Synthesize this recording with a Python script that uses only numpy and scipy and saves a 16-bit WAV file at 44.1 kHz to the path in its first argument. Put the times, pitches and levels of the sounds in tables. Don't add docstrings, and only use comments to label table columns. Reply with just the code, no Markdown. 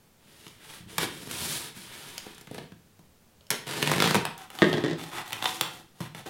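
import sys
import numpy as np
from scipy import signal
from scipy.fft import rfft, irfft
from scipy.io import wavfile
from scipy.ndimage import uniform_filter1d

SR = 44100
rng = np.random.default_rng(int(sys.argv[2]) if len(sys.argv) > 2 else 0)


def wav_out(sig):
    wavfile.write(sys.argv[1], SR, np.round(np.clip(np.atleast_2d(sig).T, -1, 1) * 32767).astype(np.int16))


N = 277389
TIME = np.arange(N) / SR
BASS_EDGE_HZ, TREBLE_EDGE_HZ, TOP_HZ = 600, 4500, 15900


# (frequency [Hz], density [dB per Hz])
ROOM_TONE_COLOUR = [(15, -4), (25, -26), (64, -8.5), (102, -6), (114, -11), (229, -7.5), (285, -18.5),
                    (363, -14), (607, -19.5), (714, -20.5), (1940, -26), (13600, -32), (16000, -30.5)]
# (frequency [Hz], time [s])
ROOM_T60 = [(100, 0.61), (260, 0.42), (700, 0.29), (1900, 0.41), (4800, 0.37), (13000, 0.25)]

# (start [s], rise [s], fall [s], level [dB], sharpness [dB], weight [dB])
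SLIDES = [(.17, 0.29, 0.18, -57, 0.5, -4.5), (.58, 0.15, 0.12, -48.5, -0.5, -7.5),
          (.87, 0.052, 0.2, -48.5, -0.5, -1.5), (.985, 0.041, 0.041, -31, -2, -3),
          (1.05, 0.11, 0.44, -48.5, 1, 1), (1.27, 0.2, 0.27, -38, 5, -6.5),
          (1.735, 0.053, 0.16, -47, 1, -6.5), (1.89, 0.063, 0.48, -46, -1, -6),
          (2.25, 0.068, 0.36, -60.5, -3, -5), (2.48, 0.087, 0.11, -52.5, -5.5, 6)]
# (time [s], level [dB], sharpness [dB], weight [dB])
GRIPS = [(0.466, -40, -10, -5.5), (0.9813, -21.5, 0, -11.5), (0.9838, -23, -16, -26),
         (1.0302, -27, -5, -2.5), (1.272, -42, -1, 4), (1.3115, -34, 4, -15), (2.264, -44.5, -5, 4),
         (2.3475, -58, 10, -15), (2.3805, -46.5, 1, -9), (2.411, -49, 4.5, -0.5), (2.472, -44.5, -7, -1),
         (2.512, -48.5, 1, 12.5), (2.545, -40, -3.5, 1.5), (2.5805, -37, -10, 0), (2.586, -38, -13, -4),
         (2.72, -47.5, -14, 1.5), (2.992, -56.5, -2, 6), (6.0045, -36, -4.5, 4.5),
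         (6.148, -35.5, -11, -5.5), (6.261, -47, -9, 7)]
# (time [s], level [dB], sharpness [dB], weight [dB])
KNIFE_TICKS = [(.4805, -48, 4, -23), (2.1797, -32.5, 3, -18), (3.409, -53, -18, -10), (3.468, -55, 3, -12),
               (4.7295, -24, -14, -4.5)]
# (time [s], peak level [dB], contact [s])
THUDS = [(0.804, -38, 0.0061), (0.827, -37, 0.011), (0.862, -34, 0.0095), (1.041, -28, 0.0021),
         (1.768, -34, 0.004), (2.722, -40, 0.0068), (4.159, -24, 0.0022), (6.008, -24, 0.0021)]
# (time [s], level [dB], sharpness [dB])
TAPE_POPS = [(3.5039, -29, 0.5), (3.5048, -22, 5), (3.512, -29.5, 5.5), (4.2526, -21, -6.5)]
# (time [s], level [dB])
RIB_SNAPS = [(3.827, -16.5), (3.8742, -18.5), (3.8955, -24.5), (3.9158, -16), (3.937, -21.5), (3.9595, -28),
             (3.9818, -25.5), (4.0024, -15.5), (4.0226, -13.5), (4.0412, -18.5), (4.059, -23),
             (4.0752, -20.5), (4.1095, -18.5), (4.1452, -16), (4.1543, -17), (4.1635, -25)]
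# (start [s], rise [s], fall [s], level [dB], sharpness [dB], weight [dB])
CRUNCHES = [(3.504, 0.011, 0.077, -32.5, -19, -1.5), (4.143, 0.0082, 0.036, -27, -8, -1.5)]
# (start [s], rise [s], fall [s], level [dB], sharpness [dB], weight [dB])
FILM_RIPS = [(4.022, 0.0091, 0.07, -26.5, -6, -27)]
# (start [s], rise [s], fall [s], level [dB], sharpness [dB], weight [dB])
SCRAPES = [(4.25, 0.011, 0.065, -39, -22, -10), (4.375, 0.012, 0.097, -47, -4.5, -10),
           (4.5, 0.054, 0.22, -47, -2.5, -4), (4.61, 0.024, 0.39, -41.5, -13, -18),
           (4.97, 0.054, 0.12, -43.5, -1.5, -4), (5.11, .06, 0.064, -32.5, -6.5, -7.5),
           (5.24, 0.027, 0.085, -47, -0.5, -9), (5.33, 0.019, 0.17, -41, -5.5, -6.5),
           (5.42, 0.03, 0.19, -40.5, 3.5, -6), (5.615, 0.02, 0.078, -37.5, -17, -10),
           (5.7, 0.017, 0.12, -49.5, 1.5, 1), (5.94, 0.043, 0.073, -60, 1.5, 0),
           (6.003, 0.014, 0.073, -42, -5.5, -12), (6.147, 0.0093, 0.074, -43.5, -2, -4),
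           (6.255, 0.013, 0.16, -44, -3, 3.5)]
# (time [s], level [dB], sharpness [dB])
CREASE_CRACKS = [(4.379, -45.5, 6), (4.503, -39, -3.5), (4.588, -28.5, -12), (5.013, -37, -9),
                 (5.279, -40, -2), (5.3065, -35, -6), (5.3226, -30.5, -10), (5.3304, -23.5, -6),
                 (5.4249, -23, -14), (5.4425, -22.5, -12), (5.4562, -19, -26), (5.4582, -17, -26),
                 (5.611, -16, -2.5)]
# (time [s], level [dB])
KNIFE_KNOCKS = [(4.6202, -11), (4.6268, -17), (4.6425, -20), (4.656, -47), (4.671, -56), (4.687, -42),
                (4.698, -34), (4.739, -25.5), (4.752, -57), (4.772, -30), (4.781, -29.5), (4.8392, -26),
                (4.8465, -28.5), (4.862, -27.5), (4.882, -33), (4.899, -38), (4.911, -31.5), (4.932, -36.5)]

# (frequency [Hz], width [Hz], level against the broad response [dB])
BOX_MODES = [(113, 24, -10), (157.5, 40, 17), (235, 66, 8), (336.6, 46, 11), (428, 26, 11), (506, 51, -0.5),
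             (790, 74, -2.5), (939, 18, 8), (1710, 250, -3), (3230, 610, -4.5), (3620, 790, -6)]
CAVITY_MODES = [(110, 19, 6), (186, 31, 19), (215, 30, 16), (313, 35, 20)]
KNIFE_MODES = [(3040, 600, 15), (4540, 400, 10), (5400, 570, 14.5), (6900, 540, 13.5), (9400, 1200, 8)]
FLAP_MODES = [(124, 120, 14), (208, 17, 3.9), (335, 24, 14.4), (755, 27, 15), (858, 79, 12), (1016, 60, 10),
              (1260, 160, 6.8), (1805, 39, 1.7), (1943, 100, 5.9), (2740, 720, 3.4), (3480, 190, 6.4)]
DESK_MODES = [(105, 12, 4.7), (160, 30, 17.2), (300, 45, 15.8), (349.7, 19, 20), (423, 35, 12.3),
              (510, 40, 2.6), (606, 26, 11.6), (940, 21, 4.7), (1115, 17, 9.3), (1260, 18, 7.4),
              (1660, 130, 10.5), (1840, 100, 17.4), (1980, 78, 12.4), (3300, 780, 6.5)]

# (frequency [Hz], level [dB])
SLIDE_COLOUR = [(40, 3.5), (90, 3.5), (160, -4), (300, -1), (700, 0.5), (1500, 3), (3400, 4), (5500, -4.5),
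                (7000, -6), (9800, -2.5), (13000, -9.5), (16000, -13.5)]
BOX_BLOW_COLOUR = [(40, -25.5), (110, -4), (400, -5), (1000, 2.5), (2200, 0.5), (4000, -3), (6000, -4),
                   (10000, -0.5), (16000, -4)]
KNIFE_COLOUR = [(40, -34), (600, 9), (2000, -3), (4000, 1.5), (8000, -6), (13000, 3), (16000, -4)]
CAVITY_COLOUR = [(40, -16), (100, -2), (250, -4.5), (500, -9), (2000, -13), (16000, -60)]
CUT_COLOUR = [(40, -28), (100, -7), (300, -8), (700, 0), (2000, 3), (4000, -0.5), (6000, -10), (9000, -9),
              (12000, -13), (16000, -22)]
FILM_COLOUR = [(40, -34), (600, -32), (2000, -19), (3000, 6), (4700, 0), (5800, -5), (9000, -14),
               (16000, -22)]
FLAP_COLOUR = [(40, -19), (110, -8), (400, -1.5), (1000, 1), (1600, 4), (3600, -3), (5000, -11),
               (7000, -13.5), (10000, -12.5), (13000, -16.5), (16000, -23.5)]
CREASE_COLOUR = [(40, -48), (120, -2.5), (500, 3), (1000, -5), (3700, 3), (5000, 0.5), (8000, 9.5),
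                 (12000, 9), (16000, 9.5)]
DESK_COLOUR = [(40, -20), (100, 6.5), (400, 4), (800, 1), (2000, -6), (3700, -7), (5000, -15),
               (8000, -21.5), (16000, -40)]

PULL_START_S, PULL_LENGTH_S, PULL_ATTACK_S, PULL_RELEASE_S = 3.655, 0.512, 0.029, 0.069
PULL_DB, PULL_RISE_DB_PER_S, PULL_SHARP_DB, PULL_WEIGHT_DB = -35, 6, -3.5, -2


def undb(db):
    return 10 ** (np.asarray(db) / 20)


def rms(x):
    return np.sqrt(np.mean(x ** 2)) + 1e-12


def along(hz, points):
    f, value = np.transpose(points)
    return np.interp(np.log(hz + 1), np.log(f), value)


def butter(hz, kind, order=3):
    return signal.butter(order, hz, kind, fs=SR, output="sos")


def response(colour, modes=(), size=8192):
    hz = np.arange(size + 1) * SR / (2 * size)
    power = np.ones(size + 1)
    for f, width, db in modes:
        power += undb(db) ** 2 / (1 + (2 * (hz - f) / width) ** 2)
    magnitude = undb(along(hz, colour)) * np.sqrt(power)
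    cepstrum = irfft(np.log(magnitude))
    cepstrum[1:size] *= 2
    cepstrum[size + 1:] = 0
    return irfft(np.exp(rfft(cepstrum)))[:size]


def registers(force, body):
    sound = signal.fftconvolve(force, body)[:len(force)]
    bass = signal.sosfilt(butter(BASS_EDGE_HZ, "low"), sound)
    middle = signal.sosfilt(butter([BASS_EDGE_HZ, TREBLE_EDGE_HZ], "band"), sound)
    treble = signal.sosfilt(butter(TREBLE_EDGE_HZ, "high"), sound)
    return bass, middle, treble


def walk(rate):
    return np.interp(TIME * rate, np.arange(N), rng.standard_normal(N))


def rub(body, catch_rate, catch_spread_db, hiss_db, judder_rate, judder_db):
    caught = rng.random(N) < catch_rate / SR
    strength_db = catch_spread_db * np.minimum(rng.exponential(size=N), 4)
    catches = caught * rng.choice([-1, 1], N) * undb(strength_db)
    hiss = undb(hiss_db) * rng.standard_normal(N)
    pressure = undb(judder_db * walk(judder_rate))
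    force = (catches / rms(catches) + hiss) * pressure
    return np.array([x / rms(x) for x in registers(force, body)])


def strokes(table, friction, loudness_power, treble_power):
    out = np.zeros(N)
    for s, rise_s, fall_s, db, sharp_db, weight_db in table:
        moving = (TIME > s) & (TIME < s + rise_s + fall_s)
        ramp = np.interp(TIME[moving] - s, [0, rise_s, rise_s + fall_s], [0, 1, 0])
        speed = np.sin(np.pi / 2 * ramp)
        bass, middle, treble = friction[:, moving]
        sound = undb(weight_db) * bass + middle
        sound += undb(sharp_db) * speed ** treble_power * treble
        out[moving] += undb(db) * speed ** loudness_power * sound
    return out


def blows(table, body, crumple_s, crumple_db, crumple_hz, size=8192):
    out, t = np.zeros(N + size), np.arange(size) / SR
    attack, swing = t < .003, t < .012
    soften = butter(min(crumple_hz, TOP_HZ), "low", order=1)
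    for s, db, sharp_db, weight_db in table:
        crumple = signal.sosfilt(soften, rng.standard_normal(size))
        force = undb(crumple_db) * crumple * np.exp(-t / crumple_s)
        force[0] += 1
        bass, middle, treble = registers(force, body)
        sound = undb(weight_db) * bass / rms(bass[swing])
        sound += middle / rms(middle[attack])
        sound += undb(sharp_db) * treble / rms(treble[attack])
        start = int(np.clip(s * SR, 0, N))
        out[start:start + size] += undb(db) * sound
    return out[:N]


def coloured(table, sharp_db, weight_db, sharp_slope, weight_slope, weight_db_per_s=0):
    s, db = np.transpose(table)
    harder, later = db - db.mean(), s - s.mean()
    sharp = sharp_db + sharp_slope * harder
    weight = weight_db + weight_slope * harder + weight_db_per_s * later
    return np.column_stack([s, db, sharp, weight])


def room_tone():
    air = signal.fftconvolve(rng.standard_normal(N), response(ROOM_TONE_COLOUR))[:N]
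    return undb(-60) * air / rms(air)


def box_slides():
    friction = rub(response(SLIDE_COLOUR, BOX_MODES), catch_rate=4000, catch_spread_db=3.0,
                   hiss_db=0.5, judder_rate=57, judder_db=1.4)
    return strokes(SLIDES, friction, loudness_power=0.94, treble_power=0.46)


def box_grips():
    body = response(BOX_BLOW_COLOUR, BOX_MODES)
    return blows(GRIPS, body, crumple_s=0.0037, crumple_db=-4, crumple_hz=6000)


def knife_ticks():
    body = response(KNIFE_COLOUR, KNIFE_MODES)
    return blows(KNIFE_TICKS, body, crumple_s=0.0015, crumple_db=0, crumple_hz=9000)


def palm_thuds(size=8192):
    out, t = np.zeros(N + size), np.arange(size) / SR
    cavity = response(CAVITY_COLOUR, CAVITY_MODES)
    for s, db, contact_s in THUDS:
        push = np.sin(np.pi * np.minimum(t / contact_s, 1))
        boom = signal.fftconvolve(push, cavity)[:size]
        start = int(s * SR)
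        out[start:start + size] += undb(db) * boom / np.abs(boom).max()
    return out[:N]


def tape_pops_and_rib_snaps():
    pops = [(s, db, sharp_db, -22.5) for s, db, sharp_db in TAPE_POPS]
    ribs = coloured(RIB_SNAPS, sharp_db=-9.0, weight_db=-5.5, sharp_slope=0.072,
                    weight_slope=-0.8, weight_db_per_s=18)
    body = response(BOX_BLOW_COLOUR, BOX_MODES)
    return blows(np.vstack([pops, ribs]), body, crumple_s=0.0018, crumple_db=-0.5, crumple_hz=3600)


def blade_rasp():
    rasp = rub(response(CUT_COLOUR, BOX_MODES), catch_rate=1100, catch_spread_db=3.5,
               hiss_db=-3, judder_rate=130, judder_db=2)
    return strokes(CRUNCHES, rasp, loudness_power=1.5, treble_power=.2) + pull(rasp)


def pull(friction):
    t = TIME - PULL_START_S
    bite = np.clip(t / PULL_ATTACK_S, 0, 1)
    run_out = np.clip((PULL_LENGTH_S - t) / PULL_RELEASE_S, 0, 1)
    db = PULL_DB + PULL_RISE_DB_PER_S * np.clip(t, 0, PULL_LENGTH_S)
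    bass, middle, treble = friction
    sound = undb(PULL_WEIGHT_DB) * bass + middle + undb(PULL_SHARP_DB) * treble
    return bite * run_out * undb(db) * sound


def film_rip():
    film = rub(response(FILM_COLOUR), catch_rate=1500, catch_spread_db=3,
               hiss_db=-6, judder_rate=250, judder_db=2)
    return strokes(FILM_RIPS, film, loudness_power=1.8, treble_power=.1)


def flap_scrapes():
    friction = rub(response(FLAP_COLOUR, FLAP_MODES), catch_rate=900, catch_spread_db=2.5,
                   hiss_db=-2, judder_rate=90, judder_db=2.5)
    return strokes(SCRAPES, friction, loudness_power=0.83, treble_power=.15)


def crease_cracks():
    folds = [(s, db, sharp_db, -18.5) for s, db, sharp_db in CREASE_CRACKS]
    body = response(CREASE_COLOUR, FLAP_MODES)
    return blows(folds, body, crumple_s=.0022, crumple_db=-7, crumple_hz=3500)


def knife_on_desk():
    knocks = coloured(KNIFE_KNOCKS, sharp_db=-5, weight_db=5.5, sharp_slope=-0.54, weight_slope=-0.37)
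    body = response(DESK_COLOUR, DESK_MODES)
    return blows(knocks, body, crumple_s=0.0074, crumple_db=-22.0, crumple_hz=5000)


def diffuse_spectrum(size, order=21):
    noise = rng.standard_normal(size)
    early = noise * np.exp(-np.arange(size) / (.07 * SR))
    early_power = uniform_filter1d(np.abs(rfft(early)) ** 2, order)
    spectrum = rfft(noise) / np.sqrt(early_power)
    return spectrum / rms(irfft(spectrum))


def echoes(bass_db, treble_db, first_wall_s, size=32768, count=10):
    t, hz = np.arange(size) / SR, np.arange(size // 2 + 1) * SR / size
    spectrum, tail = diffuse_spectrum(size), 0
    centres = np.geomspace(40, 20000, count)
    tilt = [(150, bass_db), (BASS_EDGE_HZ, 0), (TREBLE_EDGE_HZ, 0), (TOP_HZ, treble_db)]
    for centre, share in zip(centres, np.eye(count)):
        band = irfft(spectrum * along(hz, np.column_stack([centres, share])))
        onset = np.clip((t - first_wall_s) / first_wall_s, 0, 1)
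        fade = onset * np.exp(-np.log(1000) * t / along(centre, ROOM_T60))
        tail = tail + band * fade / np.linalg.norm(fade) * undb(along(centre, tilt))
    return tail


def room(x, wet_db, drift_rate, count=4):
    shares = np.array([walk(drift_rate) for _ in range(count)])
    shares /= np.linalg.norm(shares, axis=0)
    wet = np.zeros(N)
    for share in shares:
        tail = echoes(bass_db=0.0, treble_db=-6, first_wall_s=0.0017)
        wet += signal.fftconvolve(x * share, tail)[:N]
    return undb(wet_db) * wet


def scene():
    handling = box_slides() + box_grips() + knife_ticks() + palm_thuds()
    cutting = tape_pops_and_rib_snaps() + blade_rasp() + film_rip()
    opening = flap_scrapes() + crease_cracks()
    direct = undb(-2.0) * (handling + cutting + opening + knife_on_desk())
    direct = signal.sosfilt(butter(99, "high", order=2), direct)
    mono = direct + room(direct, wet_db=-1.5, drift_rate=8) + room_tone()
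    return np.array([mono, mono])


def record(dry):
    return signal.sosfilt(signal.ellip(10, .2, 80, TOP_HZ, fs=SR, output="sos"), dry)


dry = scene()
out = record(dry)
wav_out(out)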